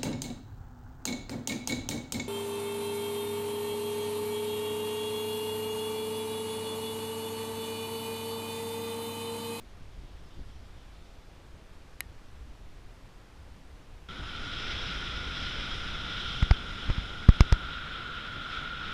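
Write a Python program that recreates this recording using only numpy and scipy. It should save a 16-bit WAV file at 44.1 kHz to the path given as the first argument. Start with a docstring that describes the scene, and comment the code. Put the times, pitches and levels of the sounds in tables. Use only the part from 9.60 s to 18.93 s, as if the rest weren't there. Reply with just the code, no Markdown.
"""Hilltop: a light breeze rumbles on a camera's microphone, a wing's cloth swishes faintly, and
one sharp click sounds close by. Then, abruptly, a paraglider in flight: air rushes past the
camera, buffets its microphone and sings in the gaps of its case. The hand that turns the camera
knocks it several times. An even hiss of open air lies under both scenes."""
import sys
import numpy as np
from scipy import signal
from scipy.fft import rfft, irfft
from scipy.io import wavfile
from scipy.ndimage import uniform_filter1d

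SR = 44100
rng = np.random.default_rng(int(sys.argv[2]) if len(sys.argv) > 2 else 0)


def generate_wav(sig):
    """Save sig (samples, or channels by samples) to the path in sys.argv[1] as 16-bit PCM at SR."""
    pcm = np.round(np.clip(np.atleast_2d(sig).T, -1, 1) * 32767).astype(np.int16)
    wavfile.write(sys.argv[1], SR, pcm)


N = 411453
FFT_SIZE, HOP = 1024, 256
BINS_HZ = np.fft.rfftfreq(FFT_SIZE, 1 / SR)
FRAMES_S = np.arange(N // HOP + 5) * HOP / SR
TIME_S = np.arange(N) / SR
FLIGHT_AT_S, BAND_LIMIT_HZ = 4.487, 15200
LEE_AT_S, LEE_HALF_S = 7.92, 0.21  # camera faces backwards: microphone in the lee

# Airflow strength in flight: t/s, level/dB
FLIGHT_FLOW = [(4.49, -49), (4.7, -45.5), (5.06, -39), (5.42, -39.5), (5.6, -41.5), (5.8, -38.5),
               (6.0, -40), (6.25, -41.5), (6.45, -40.5), (6.68, -38.4), (7.0, -44.5), (7.32, -43.2),
               (7.6, -47), (7.8, -44.0), (8.8, -45.5), (8.94, -41.5), (9.1, -46), (9.25, -42.5)]
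# Case cavities: f/Hz, width/Hz, relative level/dB, growth with gusts/(dB/dB)
CASE_CAVITIES = [(3317, 570, 4, 0), (3520, 850, -5, 0.4), (5145, 480, -4, 0.9), (5780, 220, -9, 1.6)]
# Whistle flares: t/s, peak/dB
WHISTLE_FLARES = [(8.975, -28), (9.06, -31)]
# Hand knocks: t/s, push/dB, push sigma/s, tick/dB, tick cutoff/Hz, grating/dB
CASE_KNOCKS = [(6.8280, -10, .0015, -33, 2000, -28), (6.9124, -6.5, 0.002, -14, 4970, -26.5),
               (7.2934, -15, 0.0027, -45, 2000, -41), (7.3016, -12.5, 0.0023, -24.5, 2200, -34),
               (7.3830, -20, 0.0013, -45, 2000, -42), (7.6905, -0.1, .0013, -15.5, 1260, -24.5),
               (7.8088, -4, .0015, -8.5, 9000, -25), (7.9266, -7.5, 0.0021, -14, 12000, -25)]
# Joint slips within a tick: nominal delay/s, relative level/dB
TICK_SLIPS = [(0, 5), (.00063, -7), (.00147, -5)]
# Modes of the click: f/Hz, level/dB, t60/s
CLICK_RING = [(1050, -54, 0.0053), (1836, -52, 0.15), (1930, -56, .07), (2030, -20, 0.0087),
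              (2500, -29, 0.01), (2870, -36.5, 0.025), (4000, -31, 0.015), (5050, -33, 0.0076),
              (6640, -33.5, 0.0092), (8070, -33, 0.0068), (9250, -30, .005), (11200, -19.5, .004),
              (11900, -23, 0.0043), (13300, -33, .004)]
# Hilltop breeze strength: t/s, level/dB
BREEZE_LEVEL = [(0, -50), (0.45, -48), (1.2, -46.5), (1.55, -51.5), (2.0, -50), (3.1, -46.5), (3.7, -51),
                (4.0, -48.5), (4.48, -48)]
# Single hilltop gusts: t/s, half-width/s, unweighted boost/dB
BREEZE_GUSTS = [(0.212, 0.072, 5), (0.43, .055, 7.5), (0.786, 0.032, 10), (3.14, .05, 1.5)]

# Spectral shapes: f/Hz, relative density/dB
RUSH_SPECTRUM = [(20, -26), (400, -8), (800, -11.5), (1150, -14), (1700, -4.5), (1950, -1), (2400, -1.5),
                 (2800, -3.5), (3900, -2.5), (4400, -19), (5850, -31), (6100, -28), (7600, -33),
                 (13000, -67)]  # air over the case
BUFFET_SPECTRUM = [(8, 1), (25, 5.5), (45, -1), (90, -9.5), (180, -12), (300, -18), (500, -23), (800, -27),
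                   (1500, -25), (4000, -75)]  # eddies on the microphone in flight
SIZZLE_SPECTRUM = [(1000, -10), (4000, -1), (5300, 12), (6150, 0.5), (7000, 3), (7600, -8.5), (8500, -3.5),
                   (9300, -9), (10200, -4.5), (11500, -19), (13000, -32)]  # finest eddies
TICK_SPECTRUM = [(100, 7), (350, 9.5), (700, 1), (1300, 5), (1650, -11.5), (2100, 2.5), (2700, -10),
                 (4000, -8.5), (5200, -4), (7500, -18.5), (11500, -28), (15000, -37)]  # joint slipping
GRATE_SPECTRUM = [(100, 1), (350, 1.5), (600, -4), (1100, 0.5), (2000, -4.5), (3500, -13), (5500, -19),
                  (7500, -29), (10000, -39), (13000, -49)]  # joint grating
RUMBLE_SPECTRUM = [(8, 1.5), (22, -1), (45, -4.5), (70, -10.5), (110, -18.5), (200, -37), (400, -46),
                   (1500, -85)]  # breeze on the microphone
PUFF_SPECTRUM = [(20, -10), (70, -7), (130, 0), (200, -5.5), (320, -7.5), (500, -20), (1000, -37),
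                 (3000, -62)]  # small breeze eddies
AIR_SPECTRUM = [(20, 0.5), (200, 1.5), (500, -1.5), (1000, -4.5), (2000, -9), (3400, -12.2), (5000, -16.5),
                (7000, -21), (10000, -26), (15000, -34)]  # open air


def rush(base_db=-38.5, lee_db=-5, gust_share=0.58):
    """Airflow hisses over the case; gusts brighten it and drive the higher cavities harder."""
    lee = step(FRAMES_S, LEE_AT_S, LEE_HALF_S)
    gust_db = (gust_share * flow_db(FRAMES_S) - .8 + lee_db * lee)[:, None]
    # Mid-turn, air blows straight across the first cavity.
    crosswise_db = 5.5 * bump(FRAMES_S, at_s=6.7, half_s=.3)[:, None]
    power = gain(spectrum_db(RUSH_SPECTRUM) - 0.071 * gust_db) ** 2
    for k, (hz, width_hz, db, growth) in enumerate(CASE_CAVITIES):
        cavity_db = db + growth * gust_db + crosswise_db * (k == 0)
        power = power + gain(cavity_db) ** 2 * resonance(hz, width_hz)
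    shape_db = 10 * np.log10(power / power.sum(1, keepdims=True))
    air = unit_rms(noise(shape_db, patchy_db=0.65))
    return air * gain(base_db + flow_db(TIME_S) + 0.9 * wander(31))


def buffet(base_db=-39.0, flow_share=0.22, lee_db=-2, lull_db=-6, deep_hz=100):
    """Eddies beat on the microphone; in the lee they weaken and the deepest fall into a lull."""
    eddies = steady(noise(spectrum_db(BUFFET_SPECTRUM), patchy_db=0.5), share=0.1, span_s=0.19)
    deep = signal.sosfiltfilt(signal.butter(2, deep_hz, fs=SR, output="sos"), eddies)
    lull = gain(lull_db * bump(TIME_S, at_s=8.7, half_s=0.34))
    eddies = eddies + deep * (lull - 1)
    lee = step(TIME_S, LEE_AT_S, LEE_HALF_S)
    return eddies * gain(base_db + flow_share * flow_db(TIME_S) + lee_db * lee + 0.75 * wander(18))


def whistle(hz=1408, core_hz=78, skirt_hz=230, skirt_db=-7, base_db=-41.5, knee_db=-4.0):
    """A gap in the case sings: narrow core, breathy skirt. 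Grows with airflow, then levels off."""
    drive_db = -10 * np.log10(1 + gain(knee_db - flow_db(TIME_S)) ** 2)
    turned_db = 4.0 * step(TIME_S, at_s=7.85, half_s=0.1)  # gap turns into the wind
    flare_envelope = sum(gain(db) * bump(TIME_S, at_s, half_s=0.0033) for at_s, db in WHISTLE_FLARES)
    flares = flare_envelope * np.sin(2 * np.pi * hz * TIME_S)
    power = resonance(hz, core_hz) + gain(skirt_db) ** 2 * resonance(hz, skirt_hz)
    note = steady(noise(10 * np.log10(power), patchy_db=0.9), share=0.35, span_s=0.071)
    return note * gain(base_db + drive_db + turned_db) + flares


def knocks(rebound=0.55, lag_s=0.0064, rebound_sigma_s=0.0041, slip_lead_s=0.001387, leak_hz=10):
    """Each knock pushes the case in; it springs back more slowly. The joint grates and ticks."""
    out, lead_s = np.zeros(N), 0.02
    t = np.arange(SR // 10) / SR - lead_s
    grate_impulse = snap(GRATE_SPECTRUM, BAND_LIMIT_HZ)
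    spring_back = rebound * np.exp(-((t - lag_s) / rebound_sigma_s) ** 2 / 2)
    for at_s, push_db, sigma_s, tick_db, cutoff_hz, grate_db in CASE_KNOCKS:
        push = spring_back - np.exp(-(t / sigma_s) ** 2 / 2)
        friction = signal.fftconvolve(rng.standard_normal(len(t)), grate_impulse)[:len(t)]
        grating = unit_rms(friction) * bump(t, at_s=0, half_s=0.0027)
        add(out, at_s - lead_s, gain(push_db) * push + gain(grate_db) * grating)
        tick = snap(TICK_SPECTRUM, cutoff_hz)
        stretch = rng.uniform(0.87, 1.2)
        for delay_s, slip_db in TICK_SLIPS:
            add(out, at_s - slip_lead_s + delay_s * stretch, -gain(tick_db + slip_db) * tick)
    # Pressure leaks away: shallow undershoot.
    return signal.lfilter(*signal.butter(1, leak_hz, "high", fs=SR), out)


def click(at_s=2.406):
    """One small, hard click; its strong modes die within milliseconds, leaving a faint ring."""
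    out, t = np.zeros(N), np.arange(SR // 8) / SR
    for k, (hz, db, t60_s) in enumerate(CLICK_RING):
        add(out, at_s, (-1) ** k * gain(db - 60 * t / t60_s) * np.sin(2 * np.pi * hz * t))
    return out


def breeze(puff_base_db=-63, puff_share=.55):
    """Light gusts rumble on the microphone; smaller eddies flutter in separate puffs."""
    breeze_db = curve_db(BREEZE_LEVEL, TIME_S)
    gust_db = sum(db * bump(TIME_S, at_s, half_s) for at_s, half_s, db in BREEZE_GUSTS)
    rumble = steady(noise(spectrum_db(RUMBLE_SPECTRUM), patchy_db=3.0), share=0.53, span_s=0.054)
    puffs = unit_rms(noise(spectrum_db(PUFF_SPECTRUM), patchy_db=1.0) * gain(2.6 * wander(16)))
    rumble_db = breeze_db + 0.82 * gust_db + .3 + 0.99 * wander(7)
    puff_db = puff_base_db + puff_share * (breeze_db - breeze_db.mean()) + 1.15 * gust_db
    return gain(rumble_db) * rumble + gain(puff_db) * puffs


def sizzle(base_db=-61.0, flow_share=0.26, lee_db=-3, lee_share=.9):
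    """Gusts add a thin top to the rush; in the lee only the stronger ones do."""
    airflow_db = flow_db(TIME_S)
    shelter_db = step(TIME_S, LEE_AT_S, LEE_HALF_S) * (lee_db + lee_share * (airflow_db + 3))
    hiss = unit_rms(noise(spectrum_db(SIZZLE_SPECTRUM), patchy_db=.9))
    return hiss * gain(base_db + flow_share * airflow_db + shelter_db + 0.88 * wander(6))


def canopy(level_db=-67.5):
    """Distant swish of cloth and lines; swells and fades as the wing lifts off."""
    power = resonance(3350, 750) + 0.2 * resonance(5000, 1500)
    swish = unit_rms(noise(10 * np.log10(power), patchy_db=2.5))
    return gain(level_db) * bump(TIME_S, at_s=.92, half_s=0.82) * swish


def open_air(level_db=-57.5):
    """Even hiss of open air."""
    return gain(level_db) * unit_rms(noise(spectrum_db(AIR_SPECTRUM), patchy_db=0.6))


def flow_db(t, full_speed_db=-39):
    """Airflow relative to full speed."""
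    return curve_db(FLIGHT_FLOW, t) - full_speed_db


def curve_db(table, t):
    """Level interpolated over time."""
    return np.interp(t, *np.transpose(table))


def spectrum_db(table, hz=BINS_HZ):
    """Level interpolated over log frequency."""
    points_hz, db = np.transpose(table)
    return np.interp(np.log(hz + 1), np.log(points_hz + 1), db)


def noise(field_db, patchy_db):
    """Noise shaped over time and frequency, with drifting patches."""
    real, imag, patches = rng.standard_normal((3, len(FRAMES_S), len(BINS_HZ)))
    patches = uniform_filter1d(patches, size=9, axis=0)
    patches = unit_rms(uniform_filter1d(patches, size=16, axis=1))
    spectra = (real + 1j * imag) * gain(field_db + patchy_db * patches)
    return signal.istft(spectra.T, nperseg=FFT_SIZE, noverlap=FFT_SIZE - HOP)[1][:N]


def steady(x, share, span_s):
    """Evens out a share of a noise's own swells; rms 1."""
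    power = abs(signal.hilbert(x)) ** 2
    mean_power = abs(uniform_filter1d(power, int(span_s * SR) + 1, mode="wrap"))
    return unit_rms(x / (mean_power + 1e-9) ** (share / 2))


def wander(rate_hz):
    """Smooth random drift; rms 1."""
    hz = np.fft.rfftfreq(N, 1 / SR)
    return unit_rms(irfft(rfft(rng.standard_normal(N)) / (1 + (hz / rate_hz) ** 2), N))


def resonance(hz, width_hz):
    """Steep-sided power response; 1 at centre."""
    return 1 / (1 + ((BINS_HZ - hz) / width_hz * 2) ** 2 / 2) ** 2


def snap(table, cutoff_hz):
    """Minimum-phase click of a given spectrum, low-passed; peak 1."""
    hz = abs(np.fft.fftfreq(FFT_SIZE, 1 / SR))
    db = spectrum_db(table, hz) - 10 * np.log10(1 + (hz / cutoff_hz) ** 10)
    log_gain = np.log(gain(np.maximum(db, -100)))
    impulse = np.fft.ifft(np.exp(np.conj(signal.hilbert(log_gain)))).real
    return impulse / abs(impulse).max()


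def bump(t, at_s, half_s):
    """Gaussian; peak 1."""
    return np.exp(-((t - at_s) / half_s) ** 2)


def step(t, at_s, half_s):
    """Smooth 0 to 1."""
    return .5 + .5 * np.tanh((t - at_s) / half_s)


def gain(db):
    """dB to amplitude."""
    return 10 ** (np.asarray(db) / 20)


def unit_rms(x):
    """Scales to rms 1."""
    return x / np.sqrt(np.mean(x ** 2) + 1e-20)


def add(mix, at_s, sound):
    """Mixes a sound in, in place."""
    part = mix[round(at_s * SR):][:len(sound)]
    part += sound[:len(part)]


def scene():
    """Hilltop, then flight; open air throughout. Mono."""
    hilltop = breeze() + canopy() + click()
    flight = rush() + sizzle() + whistle() + buffet() + knocks()
    return (open_air() + np.where(TIME_S < FLIGHT_AT_S, hilltop, flight))[None]


def record(dry):
    """Soft clip of the hardest knocks near full scale, then low-pass."""
    ceiling_db = -.2
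    rounded = dry / (1 + abs(dry / gain(ceiling_db)) ** 20) ** (1 / 20)
    lowpass = signal.firwin(511, BAND_LIMIT_HZ, window=("kaiser", 9), fs=SR)
    return signal.oaconvolve(rounded, lowpass[None], "same")


dry = scene()
out = record(dry)
generate_wav(out)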